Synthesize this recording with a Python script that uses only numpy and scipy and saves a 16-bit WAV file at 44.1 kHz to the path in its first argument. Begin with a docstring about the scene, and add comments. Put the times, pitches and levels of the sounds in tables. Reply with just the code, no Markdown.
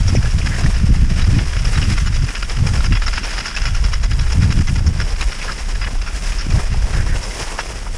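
"""Skis glide down a snowy trail, heard from a microphone that the skier carries.
The bases hiss on fresh snow, and skis and bindings chatter in short rattles over the uneven track.
Now and then a steel edge squeaks on packed snow, or a lump knocks against a ski.
The head wind buffets the microphone in gusts, and a limiter holds the peaks."""
import sys
import numpy as np
from scipy import signal
from scipy.fft import rfft, irfft
from scipy.io import wavfile
from scipy.ndimage import uniform_filter1d, minimum_filter1d

SR = 44100
rng = np.random.default_rng(int(sys.argv[2]) if len(sys.argv) > 2 else 0)


def output_pcm(signal):
    """Save a mono or channel-first signal as 16-bit PCM at the path in sys.argv[1].

    Samples are clipped to [-1, 1] before scaling.
    """
    pcm = np.clip(np.atleast_2d(signal).T, -1, 1) * 32767
    wavfile.write(sys.argv[1], SR, np.round(pcm).astype(np.int16))


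N = 351477
TIME = np.arange(N) / SR


def from_db(db):
    """Turn decibels into a factor to multiply a sound by."""
    return 10 ** (np.asarray(db) / 20)


def unit_power(sound):
    """Scale a sound so that its average power is 1."""
    return sound / np.sqrt(np.mean(sound ** 2) + 1e-20)


def curves(rows):
    """Join a table's rows with straight lines over time: one curve for each column after the first."""
    times, *columns = np.transpose(rows)
    return [np.interp(TIME, times, column) for column in columns]


def add(out, start_s, sound):
    """Mix a short sound in at the given time."""
    start = int(np.clip(start_s * SR, 0, N - 1))
    out[start:start + len(sound)] += sound[:N - start]


def drift(rate):
    """A smooth random wobble of size about 1; rate is roughly its changes per second."""
    step, warm_up = 20, 4000
    pole = np.exp(-2 * np.pi * step * rate / SR)
    noise = rng.standard_normal(N // step + warm_up + 2)
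    slow = signal.lfilter([1], [1, -2 * pole, pole * pole], noise)[warm_up:]
    return np.interp(np.arange(N) / step, np.arange(len(slow)), unit_power(slow))


def grains(spread_db, rate):
    """Countless tiny impacts merge into a noise whose strength comes in clumps."""
    noise = rng.standard_normal(N)
    clumps = from_db(spread_db * np.clip(drift(rate), -2, 2))
    return unit_power(noise * clumps)


# Pitches at which ski and binding ring, or are hollow (negative lift).
# Each row: pitch in Hz, width in Hz, lift in dB at full resonance.
SKI_RESONANCES = [(1398, 110, 4.5), (1680, 120, 3), (2050, 120, 3.5), (2456, 130, 4.5), (2640, 140, -3),
                  (2704, 120, 6.5), (2930, 55, 6), (3353, 65, 9), (3510, 150, -4), (3855, 140, 4),
                  (3900, 220, -4), (4970, 380, 7.5), (5520, 470, 8), (6190, 330, -2)]

def response(spectrum, resonance=0, uneven_db=0, size=8192):
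    """The sound of one tap: a broad tone colour plus a chosen share of the ski's resonances."""
    hz = np.maximum(np.fft.rfftfreq(size, 1 / SR), 1)
    point_hz, point_db = np.transpose(spectrum)
    db = np.interp(np.log(hz), np.log(point_hz), point_db)
    db -= 40 * np.log10(np.maximum(hz / point_hz[-1], 1))   # fade above the last point
    for centre, width, lift in SKI_RESONANCES:
        height = resonance * lift + uneven_db * rng.standard_normal()   # each spot rings differently
        db += height / (1 + (2 * (hz - centre) / width) ** 2)
    # Fold to "minimum phase", so that the body rings only after it is struck.
    cepstrum = irfft(np.log(from_db(db)))
    cepstrum[1:size // 2] *= 2
    cepstrum[size // 2 + 1:] = 0
    tap = irfft(np.exp(rfft(cepstrum)))
    return tap / np.linalg.norm(tap)


def through(force, tap):
    """The sound of a force in a body: every sample sets off the sound of one tap."""
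    return signal.fftconvolve(force, tap)[:N]


def turbulence(spectrum, span_s):
    """Random air pressure whose power is steady over span_s and lumpy within it."""
    air = through(rng.standard_normal(N), response(spectrum))
    window = int(span_s * SR)
    power = uniform_filter1d(uniform_filter1d(air ** 2, window), window)
    return air / np.sqrt(np.abs(power) + 1e-9)


# Gusts of head wind. Each row: start in seconds, length in seconds, buffeting in dB, flutter in dB.
HEAD_WIND_GUSTS = [(0.0, 0.26, -14.5, -36), (0.124, 0.05, -12.5, -19.5), (0.34, 0.21, -18.5, -29.5),
                   (0.594, 0.096, -14.5, -24), (0.79, 0.63, -15.5, -27), (1.365, 0.04, -10.5, -19.5),
                   (1.57, 0.67, -19.5, -34.5), (1.824, 0.14, -17.5, -25.5), (2.583, 0.2, -13.5, -26),
                   (2.883, 0.039, -9.5, -21), (3.12, 0.096, -32, -33), (3.625, 0.37, -23.5, -42),
                   (4.104, 0.094, -15.5, -31), (4.362, 0.14, -11.5, -24.5), (4.58, 0.021, -12, -19),
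                   (4.692, 0.22, -16, -30.5), (4.956, 0.074, -13.5, -29.5), (6.512, 0.06, -15, -30),
                   (6.729, 0.46, -23, -34.5), (6.948, 0.054, -14.5, -32), (7.091, 0.032, -16, -26.5)]

def gusts(attack_s=0.025, release_s=0.02):
    """Strength of buffeting and of flutter: each gust swells, holds and dies away."""
    buffet, flutter = from_db(-37), from_db(-40.5)   # the lull between gusts
    for start, length, buffet_db, flutter_db in HEAD_WIND_GUSTS:
        early = np.maximum(start - TIME, 0)
        late = np.maximum(TIME - start - length, 0)
        swell = np.exp(-np.minimum(early / attack_s + late / release_s, 20))
        buffet = np.maximum(buffet, from_db(buffet_db) * swell)
        flutter = np.maximum(flutter, from_db(flutter_db) * swell)
    return buffet, flutter


# Tone colours of the wind, deepest first. Each row: frequency in Hz, relative level in dB.
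RUMBLE_TONE = [(5, -39.5), (14, -5), (29, 5.5), (50, -2), (70, -10), (110, -20.5), (250, -50), (600, -58)]
BUFFET_TONE = [(30, -22.5), (65, 4), (105, 1), (160, -7.5), (210, -26), (280, -36.5), (500, -52.5)]
FLUTTER_TONE = [(90, -19), (185, 0.5), (240, -8.5), (300, -13.5), (400, -23.5), (600, -38), (2000, -53)]
# The slow rumble of the air stream. Each row: time in seconds, level in dB.
RUMBLE_LEVELS = [(0.0, -15), (2.2, -15.5), (2.35, -22.5), (2.65, -13.5), (3.15, -19), (3.48, -28),
                 (3.78, -13.5), (4.03, -16), (5.05, -15), (5.17, -20.5), (5.55, -24), (5.85, -16),
                 (6.13, -20.5), (6.52, -14), (6.65, -16), (7.12, -15.5), (7.3, -24), (7.97, -27)]
# Sharp swirls of air pop on the microphone. Each row: time in seconds, peak in dB, half width in seconds.
AIR_POPS = [(0.152, -8.5, 0.00072), (0.248, -20, 0.00067), (0.654, -11, 0.0018), (1.413, -14, 0.0017),
            (2.913, -11, 0.0017), (4.43, -2, 0.0025), (6.468, -16, 0.0016)]

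def wind():
    """Big swirls of air rumble all the time; in gusts, smaller ones tear off the microphone's housing."""
    rumble_db, = curves(RUMBLE_LEVELS)
    buffet_gain, flutter_gain = gusts()
    bunches = drift(rate=25.7)   # swirls leave the housing in bunches
    rumble = from_db(rumble_db + 2.62 * drift(rate=7.6)) * turbulence(RUMBLE_TONE, span_s=0.07)
    buffet = buffet_gain * turbulence(BUFFET_TONE, span_s=0.043) * unit_power(from_db(4.03 * bunches))
    flutter = flutter_gain * turbulence(FLUTTER_TONE, span_s=0.035) * unit_power(from_db(4.4 * bunches))
    air = rumble + buffet + flutter
    for centre, db, width in AIR_POPS:
        offset = (TIME[:SR // 50] - 0.01) / width
        pop = (1 - 2 * offset ** 2) * np.exp(-offset ** 2)   # a spike with a dip on each side
        add(air, centre - 0.01, from_db(db) * pop)
    return air


# Dull knocks of a ski on a lump. Each row: start in seconds, level in dB.
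LUMP_KNOCKS = [(5.874, -34), (6.743, -27), (7.59, -19.5), (7.864, -26.5)]
# Their tone colour. Each row: frequency in Hz, relative level in dB.
KNOCK_TONE = [(150, -19), (450, 5), (820, 13), (1200, 11), (1800, -6), (2600, -19), (5000, -42)]

def knocks(decay_s=0.0046):
    """A lump strikes the base of a ski: one push and a short crumbling."""
    force = np.zeros(N)
    age = TIME[:SR // 20]
    for start, db in LUMP_KNOCKS:
        blow = 0.27 * rng.standard_normal(len(age)) * np.exp(-age / decay_s)
        blow[0] = 1   # the push
        add(force, start, from_db(db) * blow)
    body = response(KNOCK_TONE, resonance=0.5)
    return through(force, body / np.abs(body).max())


# Squeaks on packed snow. Each row: start in seconds, length in seconds, pitch in Hz, level in dB.
EDGE_SQUEAKS = [(0.075, 0.026, 5500, -29), (0.147, 0.029, 5530, -30), (0.152, 0.025, 2280, -30.5),
                (0.412, 0.013, 2420, -30), (0.496, 0.09, 1760, -32.5), (0.656, 0.014, 1760, -27),
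                (1.565, 0.011, 2320, -30), (1.823, 0.012, 2850, -25), (3.563, 0.013, 2650, -22.5),
                (5.409, 0.028, 2330, -31), (5.48, 0.029, 1420, -26.5), (5.86, 0.026, 1700, -29),
                (6.912, 0.13, 1640, -33.5), (7.064, 0.1, 1770, -35.5), (7.442, 0.16, 980, -38.5),
                (7.587, 0.011, 1650, -22.5)]

def squeaks(width_hz=650):
    """A steel edge sticks and slips at a loose rate, which gives a short, rasping chirp."""
    out = np.zeros(N)
    for start, length, hz, db in EDGE_SQUEAKS:
        count = int(length * SR)
        slips = rng.standard_normal(SR // 4)[:count] * signal.windows.tukey(count, 0.5)
        squeak = np.pad(slips, (0, SR // 50))   # room to ring out
        band = signal.iirpeak(hz, hz / width_hz, fs=SR)
        for _ in range(2):
            squeak = signal.lfilter(*band, squeak)
        add(out, start, from_db(db) * squeak * np.sqrt(count / np.sum(squeak ** 2)))
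    return out


# A ski flaps evenly over rough stretches.
# Each row: first and last slap in seconds, number of slaps, clack in dB, bright ring in dB.
FLAPPING = [(0.073, 0.541, 7, -36, -37), (0.94, 1.174, 4, -33, -42.5), (1.566, 1.898, 5, -27, -30),
            (1.979, 2.222, 4, -31.5, -32), (2.284, 2.566, 5, -29, -35), (2.666, 2.928, 4, -27, -33.5),
            (3.157, 3.456, 5, -27.5, -28), (3.563, 3.932, 5, -27.5, -29), (4.032, 4.189, 3, -30, -31.5),
            (4.42, 4.757, 5, -28.5, -34), (5.0, 5.204, 3, -41, -38), (5.396, 5.689, 4, -36.5, -35),
            (6.269, 6.501, 3, -34, -30)]
# Single hard clacks. Each row: start in seconds, length in seconds, clack in dB, bright ring in dB.
HARD_CLACKS = [(0.081, 0.0037, -31, -24), (0.461, 0.016, -30, -37), (0.661, 0.0065, -37, -36),
               (0.741, 0.04, -34, -40), (1.215, 0.013, -28, -31), (1.242, 0.011, -27, -36),
               (1.386, 0.016, -25.5, -40), (1.53, 0.0088, -26, -42), (1.774, 0.015, -22, -31),
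               (1.933, 0.012, -32, -34), (1.978, 0.007, -27, -38), (2.35, 0.0061, -24, -36),
               (2.425, 0.0093, -29, -42), (2.496, 0.0058, -31, -37), (2.669, 0.007, -33, -36),
               (2.734, 0.009, -27, -33), (2.805, 0.0075, -23, -38), (2.854, 0.016, -32, -29),
               (2.923, 0.0074, -22, -30), (2.951, 0.032, -26.5, -34), (3.018, 0.012, -25, -33),
               (3.062, 0.014, -29, -24), (3.079, 0.0087, -19.5, -26), (3.13, 0.0055, -28, -33),
               (3.172, 0.017, -23, -38), (3.381, 0.014, -32, -33), (3.549, 0.0044, -30, -26),
               (3.618, 0.0057, -26, -29), (3.654, 0.0062, -22, -27), (3.932, 0.014, -36, -33),
               (4.115, 0.014, -31, -43), (4.265, 0.022, -34, -43), (4.193, 0.0065, -38, -49),
               (4.32, 0.019, -29, -24.5), (4.522, 0.0062, -28, -25.5), (4.67, 0.0055, -45, -33),
               (4.864, 0.021, -34, -29.5), (5.0, 0.004, -22, -46), (5.012, 0.014, -24.5, -31),
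               (5.106, 0.0055, -40, -36), (5.21, 0.007, -20, -22.5), (5.223, 0.0085, -24, -51),
               (5.48, 0.0082, -28, -40), (5.516, 0.009, -32, -28), (5.813, 0.051, -28, -36),
               (5.872, 0.004, -35, -43), (6.016, 0.007, -28.5, -31), (6.062, 0.034, -29, -38),
               (6.402, 0.0049, -45, -50), (6.57, 0.047, -32.5, -48), (6.928, 0.028, -30, -49),
               (7.156, 0.011, -30, -42), (7.225, 0.032, -41, -36), (7.404, 0.041, -34, -35),
               (7.585, 0.021, -26, -31.5), (7.604, 0.0056, -20.5, -33)]

def contacts(rebound_s=0.021, rebound_loss_db=3, bumps_per_s=9, contact_s=0.011, spread_db=0.9):
    """List every touch of ski and binding: hard clacks, slaps, rebounds and small bumps."""
    touches = []
    for first, last, slaps, clack_db, ring_db in FLAPPING:
        for start in np.linspace(first, last, round(slaps)):
            rebound = start + rebound_s * rng.uniform(0.92, 1.08)   # the binding answers each slap
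            touches.append((start, clack_db, ring_db))
            touches.append((rebound, clack_db - rebound_loss_db, ring_db - rebound_loss_db))
    # Small bumps rattle the other ski at random, harder where the bases rub harder.
    rub_db = curves(GLIDE_LEVELS)[-1]
    for i in np.flatnonzero(rng.random(N) < bumps_per_s / SR):
        touches.append((TIME[i], rub_db[i] + 1, rub_db[i] - 6))
    rows = list(HARD_CLACKS)
    for start, clack_db, ring_db in touches:
        length = contact_s * np.exp(0.44 * rng.standard_normal())
        harder_db = spread_db * rng.standard_normal()
        rows.append((start, length, clack_db + harder_db, ring_db + harder_db))
    return rows


# Tone colours of a clack and its bright ring. Each row: frequency in Hz, relative level in dB.
CLACK_TONE = [(200, -4.5), (500, -9), (850, -2), (1250, 3.5), (1800, 4), (2900, -1.5), (3600, -6.5),
              (4500, -8), (7000, -30), (12000, -52)]
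RING_TONE = [(2500, -9), (4000, -1), (4600, 2), (5200, 9), (6000, 1.5), (7100, 3), (8000, -26),
             (10200, -7.5), (11500, -29), (15000, -45)]

def chatter(strike=0.1, strike_s=0.00033, release_s=0.002):
    """Each rattle is a first strike and a short run of ticks that make ski and binding ring."""
    out = np.zeros(N)
    ticks, fine_ticks = grains(3.3, rate=540), grains(1.5, rate=500)
    for start, length, clack_db, ring_db in contacts():
        first = int(start * SR)
        age = TIME[:min(int(length * SR) + SR // 50, N - first)]
        span = slice(first, first + len(age))
        fade = np.exp(-np.maximum(age - 0.79 * length, 0) / release_s)
        force = (1 + strike * np.exp(-age / strike_s)) * fade
        clack_tap = response(CLACK_TONE, resonance=1.0, uneven_db=3.5, size=2048)
        ring_tap = response(RING_TONE, resonance=0.99, uneven_db=7.0, size=2048)
        clack = from_db(clack_db) * through(force * ticks[span], clack_tap)
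        ring = from_db(ring_db) * through(force * fine_ticks[span], ring_tap)
        add(out, start, clack + ring)
    return out


def weight_on_skis(flap_db=1.5, lag_s=0.019):
    """The weight, in dB, follows the uneven track; a flapping ski presses down just after each slap."""
    weight_db = 2.34 * np.clip(drift(rate=20.7), -2, 2) + 0.68 * drift(rate=11.7)
    for first, last, slaps, _, _ in FLAPPING:
        cycles = (TIME - first - lag_s) / (last - first) * (slaps - 1)
        inside = (cycles > -1 / 4) & (cycles < slaps - 1 / 4)
        weight_db[inside] += flap_db * np.cos(2 * np.pi * cycles[inside])
    return weight_db


# The bases on the snow, before boosts and weight are added.
# Each row: time in seconds, powder spray in dB, ploughing in dB, rubbing in dB.
GLIDE_LEVELS = [(0.0, -43.5, -40.5, -33.5), (0.42, -42.5, -40, -36), (0.6, -40, -34.5, -31),
                (0.93, -46.5, -44, -36.5), (1.2, -43.5, -40.5, -32.5), (1.53, -43.5, -38.5, -33),
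                (1.78, -38.5, -37.5, -31), (1.95, -41, -43, -32.5), (2.11, -46, -44.5, -35),
                (2.46, -41, -40.5, -33.5), (2.62, -46.5, -38, -36), (2.68, -40.5, -37, -34.5),
                (2.97, -45, -45.5, -35), (3.24, -43, -40.5, -31), (4.08, -47, -43, -38),
                (4.44, -42.5, -37.5, -33.5), (4.75, -43.5, -43.5, -37.5), (4.84, -51, -44, -43),
                (4.86, -48, -42.5, -39.5), (5.35, -42.5, -40, -32.5), (5.99, -47.5, -43, -39.5),
                (6.3, -40, -42, -33), (6.41, -46.5, -42.5, -36), (6.59, -41, -34.5, -33.5),
                (6.73, -48.5, -43.5, -37), (6.95, -42.5, -36, -34.5), (7.13, -43.5, -38, -36),
                (7.37, -37.5, -35, -32), (7.86, -47, -42, -38.5), (7.97, -43, -40.5, -39)]
# Tone colours of these three sounds. Each row: frequency in Hz, relative level in dB.
SPRAY_TONE = [(2000, -1), (4200, -3), (5200, 2.5), (6500, 5.5), (8000, 3), (9200, 1), (10300, 0.5),
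              (11000, -11), (11600, -16.5), (12700, -20.5), (13800, -13.5), (15000, -46)]
PLOUGH_TONE = [(100, -23.5), (250, -3.5), (400, 0.5), (600, -0.5), (950, -2), (1350, -8.5), (3000, -26)]
RUB_TONE = [(500, -34), (1000, -2.5), (1700, 3), (2800, 0), (3700, -5), (4300, -7), (5200, -0.5),
            (6200, -6.5), (7500, -22), (11000, -58)]

def glide(plough_boost_db=1, spray_boost_db=4):
    """Snow is pushed aside, rubs along the bases and flies off as fine powder."""
    spray_db, plough_db, rub_db = curves(GLIDE_LEVELS)
    weight_db = weight_on_skis()
    push = from_db(plough_boost_db + plough_db + 1.12 * weight_db) * grains(3.6, rate=250)
    plough = through(push, response(PLOUGH_TONE))
    rub = 0
    for _ in range(2):   # each ski crunches over its own snow
        crunch = from_db(rub_db + 0.61 * weight_db) * grains(2.8, rate=140) / np.sqrt(2)
        rub += through(crunch, response(RUB_TONE, resonance=0.4))
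    powder = from_db(spray_boost_db + spray_db + 0.71 * weight_db) * grains(1.4, rate=250)
    spray = through(powder, response(SPRAY_TONE, resonance=0.34))
    return plough + rub + spray


def scene():
    """Wind on the microphone over the skis below it, in one channel."""
    return (wind() + glide() + chatter() + squeaks() + knocks())[None]


def record(dry, ceiling_db=-3.5, hold_s=0.0041, cutoff_hz=15100):
    """A fast limiter turns the strongest peaks down, then a filter cuts the highest treble."""
    window = int(hold_s * SR)
    allowed = np.minimum(1, from_db(ceiling_db) / (np.abs(dry) + 1e-9))
    gain = uniform_filter1d(minimum_filter1d(allowed, window), window)
    treble_cut = signal.ellip(10, 0.1, 80, cutoff_hz, fs=SR, output="sos")
    return signal.sosfilt(treble_cut, dry * gain)


dry = scene()
out = record(dry)
output_pcm(out)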